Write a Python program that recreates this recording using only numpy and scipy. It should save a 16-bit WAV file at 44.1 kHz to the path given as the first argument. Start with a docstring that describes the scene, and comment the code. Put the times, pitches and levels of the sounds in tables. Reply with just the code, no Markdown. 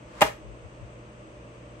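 """A plastic telephone handset drops into its cradle, close to a stereo pair in a small quiet room.
Equipment hums and fans hiss from the start. A faint rush of noise swells into the clack: the handset grazes
the rim at 0.21 s and seats in a quick cluster of contacts that ring the hollow shells, knock the base
and thump the desk. Three soft low bumps follow as the hand lets go; near the end a thin hiss lifts."""
import sys
import numpy as np
from scipy import signal
from scipy.fft import rfft, irfft
from scipy.io import wavfile
from scipy.ndimage import uniform_filter1d, minimum_filter1d

SR = 44100
rng = np.random.default_rng(int(sys.argv[2]) if len(sys.argv) > 2 else 0)


def digitize_waveform(pressure):
    """Quantize a signal to 16-bit integers and store it at the path in sys.argv[1].

    Rows of a 2-D input are taken as channels; values are limited to [-1, 1].
    """
    field = np.atleast_2d(pressure).T
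    bounded = np.clip(field, -1, 1)
    quanta = np.round(bounded * 32767).astype(np.int16)
    wavfile.write(sys.argv[1], SR, quanta)


N = 79380

# air noise of the fans: (frequency [Hz], relative level [dB])
FAN_COLOUR = [(20, -34), (36, -3.5), (52, 2.5), (85, -6), (150, -5), (250, -8), (330, -2.5), (400, -7.5),
              (580, -2), (760, -14), (1150, -11.5), (1550, -18.5), (2150, -20.5), (2700, -19.5),
              (4000, -32.5), (5900, -33), (6500, -27.5), (7200, -39.5), (7600, -32.5), (7850, -25),
              (8250, -27.5), (8800, -43.5), (10000, -50.5), (16000, -59)]
# how alike the fans arrive at the two microphones: (frequency [Hz], correlation [-1 to 1])
FAN_CORRELATION = [(50, 0.79), (130, 0.98), (290, 0.86), (640, 0.46), (1400, -0.5), (3100, 0.22),
                   (7000, -0.065)]
# hum of the equipment: (frequency [Hz], level [dB])
HUM_TONES = [(59.2, -57.5), (119.7, -52.5), (175, -63), (216, -62.5), (320, -59.5), (479, -63.5),
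             (597.5, -61)]
# thin hiss over the fans: (frequency [Hz], relative level [dB])
HISS_COLOUR = [(1500, -25), (2300, -3), (2700, 0), (3200, -6), (4200, -30), (8000, -60)]
# its late lift: (time [s], level [dB])
HISS_LEVEL = [(0, -76), (1.25, -76), (1.65, -68), (1.8, -69)]
# decay of the room: (frequency [Hz], t60 [s])
ROOM_T60 = [(150, 0.23), (700, 0.2343), (2000, 0.27), (6000, 0.2653), (15000, 0.22)]
# tone of its reflections: (frequency [Hz], gain [dB])
ROOM_COLOUR = [(150, 4), (450, 1.5), (600, 2.5), (800, -1.5), (1200, 3), (3000, -3), (6000, 3.5),
               (15000, 4.5)]
# the hand letting go: (time [s], length [s], level [dB], mid pitch [Hz], pitch fall [octaves/s])
HAND_BUMPS = [(0.48, .12, -37.5, 56.4, 2), (0.653, .03, -35.5, 90.5, 23), (.832, .045, -35.5, 88, 28)]
# faint rush of noise around the clack: (frequency [Hz], relative level [dB])
RUSH_COLOUR = [(300, -19), (700, -3), (1100, 0), (2700, -12.5), (4000, -16), (8000, -21), (15000, -42)]
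# modes of the desk: (frequency [Hz], level [dB], t60 [s])
DESK_MODES = [(62, -33.5, .21), (119.6, -33, 0.12)]
# modes of the telephone's base: (frequency [Hz], level [dB], t60 [s])
BASE_MODES = [(170, -37, .1), (250, -45, 0.12), (294, -23.5, 0.1), (400, -22, 0.033), (454.6, -11.5, 0.037)]
# handset meeting cradle: (time [s], shell gain [dB], crack level [dB], tick level [dB], tick top [Hz])
CONTACTS = [(.2084, -38.5, -27, -18.5, 9000), (.2120, -36, -33, -24.5, 9500), (.2152, -17, -17, -21, 9000),
            (.2171, -16, -21, -15.5, 17000), (.21955, -13, -17.5, -21.5, 12000),
            (.2220, -5.5, -15.5, -15.5, 11000), (.2265, -20.5, -19.5, -29, 9000)]
# tick of the hard edges: (frequency [Hz], relative level [dB])
TICK_COLOUR = [(1000, 3), (3500, -6), (5500, -2), (8200, 1.5), (9500, -3.5), (12000, 2.5), (13500, -2),
               (16000, -2.5)]
# crack of the plastic: (frequency [Hz], relative level [dB])
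CRACK_COLOUR = [(500, -25), (800, -14), (1150, 1.5), (1500, -4), (1950, 0), (2800, -4.5), (3700, -10.5),
                (4200, -18.5), (9000, -33)]
# modes of the hollow plastic shells: (frequency [Hz], relative level [dB], t60 [s])
SHELL_MODES = [(604.5, -11.5, 0.1), (635, -5.5, 0.1), (819.5, 0, 0.033), (940, -1.5, 0.046),
               (1090, -12, 0.036), (1236, -9.5, 0.039), (1341, -16, 0.049), (1653, -11, 0.032),
               (1814, -7, 0.036), (2020, -15, 0.02), (2446, -13, 0.033), (2760, -13.5, 0.055),
               (3123, -18.5, 0.047), (3230, -34, 0.041)]
# response of the left microphone: (frequency [Hz], gain [dB])
LEFT_MIC = [(100, 0), (800, 0), (2000, 2.5), (8500, 0), (10500, -1.5), (12500, -9), (15000, -22)]

TIME, FREQS = np.arange(N) / SR, np.fft.rfftfreq(N, 1 / SR)


def amp(db):
    """Decibels to gain."""
    return 10 ** (np.asarray(db) / 20)


def unit(x):
    """Scales to rms 1."""
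    return x / np.sqrt(np.mean(x ** 2) + 1e-20)


def read(points, hz):
    """Reads a table on a log-frequency axis."""
    table_hz, value = np.transpose(points)
    return np.interp(np.log(hz + 1), np.log(table_hz), value)


def colour(x, points):
    """Filters by a table of (frequency [Hz], gain [dB])."""
    size = x.shape[-1]
    gain = amp(read(points, np.fft.rfftfreq(2 * size, 1 / SR)))
    return irfft(rfft(x, 2 * size) * gain)[..., :size]


def since(start):
    """Seconds since start, zero before it."""
    return np.maximum(TIME - start, 0)


def decay(t, t60):
    """Falls 60 dB in t60 seconds."""
    return np.exp(-np.log(1000) * t / t60)


def ring(modes, t, rise_s):
    """Decaying modes after one blow."""
    tones = sum(amp(db) * decay(t, t60) * np.cos(2 * np.pi * hz * t) for hz, db, t60 in modes)
    return (1 - np.exp(-t / rise_s)) * tones


def drift(rate_hz):
    """A slow random wander, complex, of rms 1."""
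    white = rng.standard_normal(N) + 1j * rng.standard_normal(N)
    lowpass = np.exp(-.5 * (np.fft.fftfreq(N, 1 / SR) / rate_hz) ** 2)
    slow = np.fft.ifft(np.fft.fft(white) * lowpass)
    return slow / np.sqrt(np.mean(abs(slow) ** 2))


def stereo_noise(spectrum):
    """Coloured noise of rms 1, different at each microphone."""
    return unit(colour(rng.standard_normal((2, N)), spectrum))


def burst(spectrum, t, t60, top_hz=SR, rise_s=.0004):
    """Noise standing for dense, quickly dying high modes."""
    noise = irfft(rfft(stereo_noise(spectrum)) / np.sqrt(1 + (FREQS / top_hz) ** 10), N)
    return noise * (1 - np.exp(-t / rise_s)) * decay(t, t60)


def fans(level_db=-48.5):
    """Steady air noise, alike at both microphones in the bass and diffuse above."""
    left, independent = rfft(rng.standard_normal((2, N)))
    correlation = read(FAN_CORRELATION, FREQS)
    right = correlation * left + np.sqrt(1 - correlation ** 2) * independent
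    air = colour(irfft(np.array([left, right]), N), FAN_COLOUR)
    return amp(level_db) * unit(air)


def hum(waver_depth=.25):
    """Mains and fan tones in the centre of the image, each wavering a little."""
    out = np.zeros(N)
    for hz, db in HUM_TONES:
        waver = 1 + waver_depth * drift(rate_hz=4)
        tone = np.exp(2j * np.pi * (hz * TIME + rng.random()))
        out += amp(db) * (waver * tone).real
    return np.sqrt(2) * out


def hiss():
    """A faint band of hiss near 2.7 kHz that lifts towards the end."""
    level_db = np.interp(TIME, *np.transpose(HISS_LEVEL))
    return amp(level_db) * stereo_noise(HISS_COLOUR)


def room(direct, gain_db=-9.5, delay_s=.0034, build_s=.0018):
    """Dense reflections of the small room build up quickly and die band by band."""
    hz, t, bands = signal.stft(rng.standard_normal((2, SR // 2)), SR, nperseg=256)
    _, tail = signal.istft(bands * decay(t, read(ROOM_T60, hz)[:, None]), SR)
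    tail *= 1 - np.exp(-since(delay_s)[:tail.shape[1]] / build_s)
    tail = colour(tail / np.linalg.norm(tail, axis=1, keepdims=True), ROOM_COLOUR)
    return amp(gain_db) * signal.fftconvolve(direct, tail, axes=1)[:, :N]


def hand_bumps(right_db=-25):
    """Soft low swells as the hand lets go, each sinking in pitch, mostly on the left."""
    out = np.zeros(N)
    for at, length, db, hz, fall in HAND_BUMPS:
        pitch = hz * 2 ** (-fall * np.clip(TIME - at, -length, length))
        phase = 2 * np.pi * np.cumsum(pitch) / SR + np.angle(drift(rate_hz=.15 * hz))
        swell = np.exp(-(2 * (TIME - at) / length) ** 2)
        out += amp(db) * swell * np.cos(phase)
    return np.array([out, amp(right_db) * out])


def rush(end_s=.28, end_db=-35.5, growth_db_per_s=133):
    """A faint rush of noise swells into the clack and stops just after it."""
    level_db = end_db - growth_db_per_s * abs(end_s - TIME)
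    return stereo_noise(RUSH_COLOUR) * amp(level_db) * (TIME < end_s)


def base_and_desk():
    """The base takes the weight with a low knock; the desk swings a little later."""
    knock = ring(BASE_MODES, since(.22), rise_s=.00083)
    thump = ring(DESK_MODES, since(.222), rise_s=.012)
    return knock + thump


def edge_ticks():
    """Hard edges tick; the sharper the contact, the higher the tick reaches."""
    return sum(amp(db) * burst(TICK_COLOUR, since(start), t60=.016, top_hz=top_hz)
               for start, _, _, db, top_hz in CONTACTS)


def plastic_cracks():
    """Each contact gives a short, dry crack of plastic."""
    return sum(amp(db) * burst(CRACK_COLOUR, since(start), t60=.03) for start, _, db, _, _ in CONTACTS)


def shell_ring(rise_s=.000099, right_lag_s=.0001, right_lift_db=1, lowest_hz=115):
    """Each contact rings the hollow shells, close to the microphones; they radiate no deep bass."""
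    out = np.zeros((2, N))
    for start, db, *_ in CONTACTS:
        out[0] += amp(db - right_lift_db / 2) * ring(SHELL_MODES, since(start), rise_s)
        out[1] += amp(db + right_lift_db / 2) * ring(SHELL_MODES, since(start + right_lag_s), rise_s)
    return signal.sosfilt(signal.butter(2, lowest_hz, "highpass", fs=SR, output="sos"), out)


def scene():
    """The close clack and its reflections, with the room tone behind."""
    shells, cracks, ticks = shell_ring(), plastic_cracks(), edge_ticks()
    reflections = room(amp(-1) * shells + amp(1.5) * cracks + ticks)
    close = shells + cracks + ticks + base_and_desk() + rush() + hand_bumps()
    room_tone = hum() + fans() + hiss()
    return close + reflections + room_tone


def record(dry, low_cut_hz=34.5, ceiling=.95, top_hz=15800):
    """The pair, its left microphone duller on top, feeds a low cut, a fast limiter and a high cut."""
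    pair = np.array([colour(dry[0], LEFT_MIC), dry[1]])
    pair = signal.sosfilt(signal.butter(4, low_cut_hz, "highpass", fs=SR, output="sos"), pair)
    gain = ceiling / np.maximum(abs(pair).max(0), ceiling)
    gain = uniform_filter1d(minimum_filter1d(gain, size=45), size=45)  # held and smoothed over 1 ms
    high_cut = signal.firwin(255, top_hz, window=("kaiser", 9), fs=SR)
    return signal.oaconvolve(pair * gain, high_cut[None], "same")


dry = scene()
out = record(dry)
digitize_waveform(out)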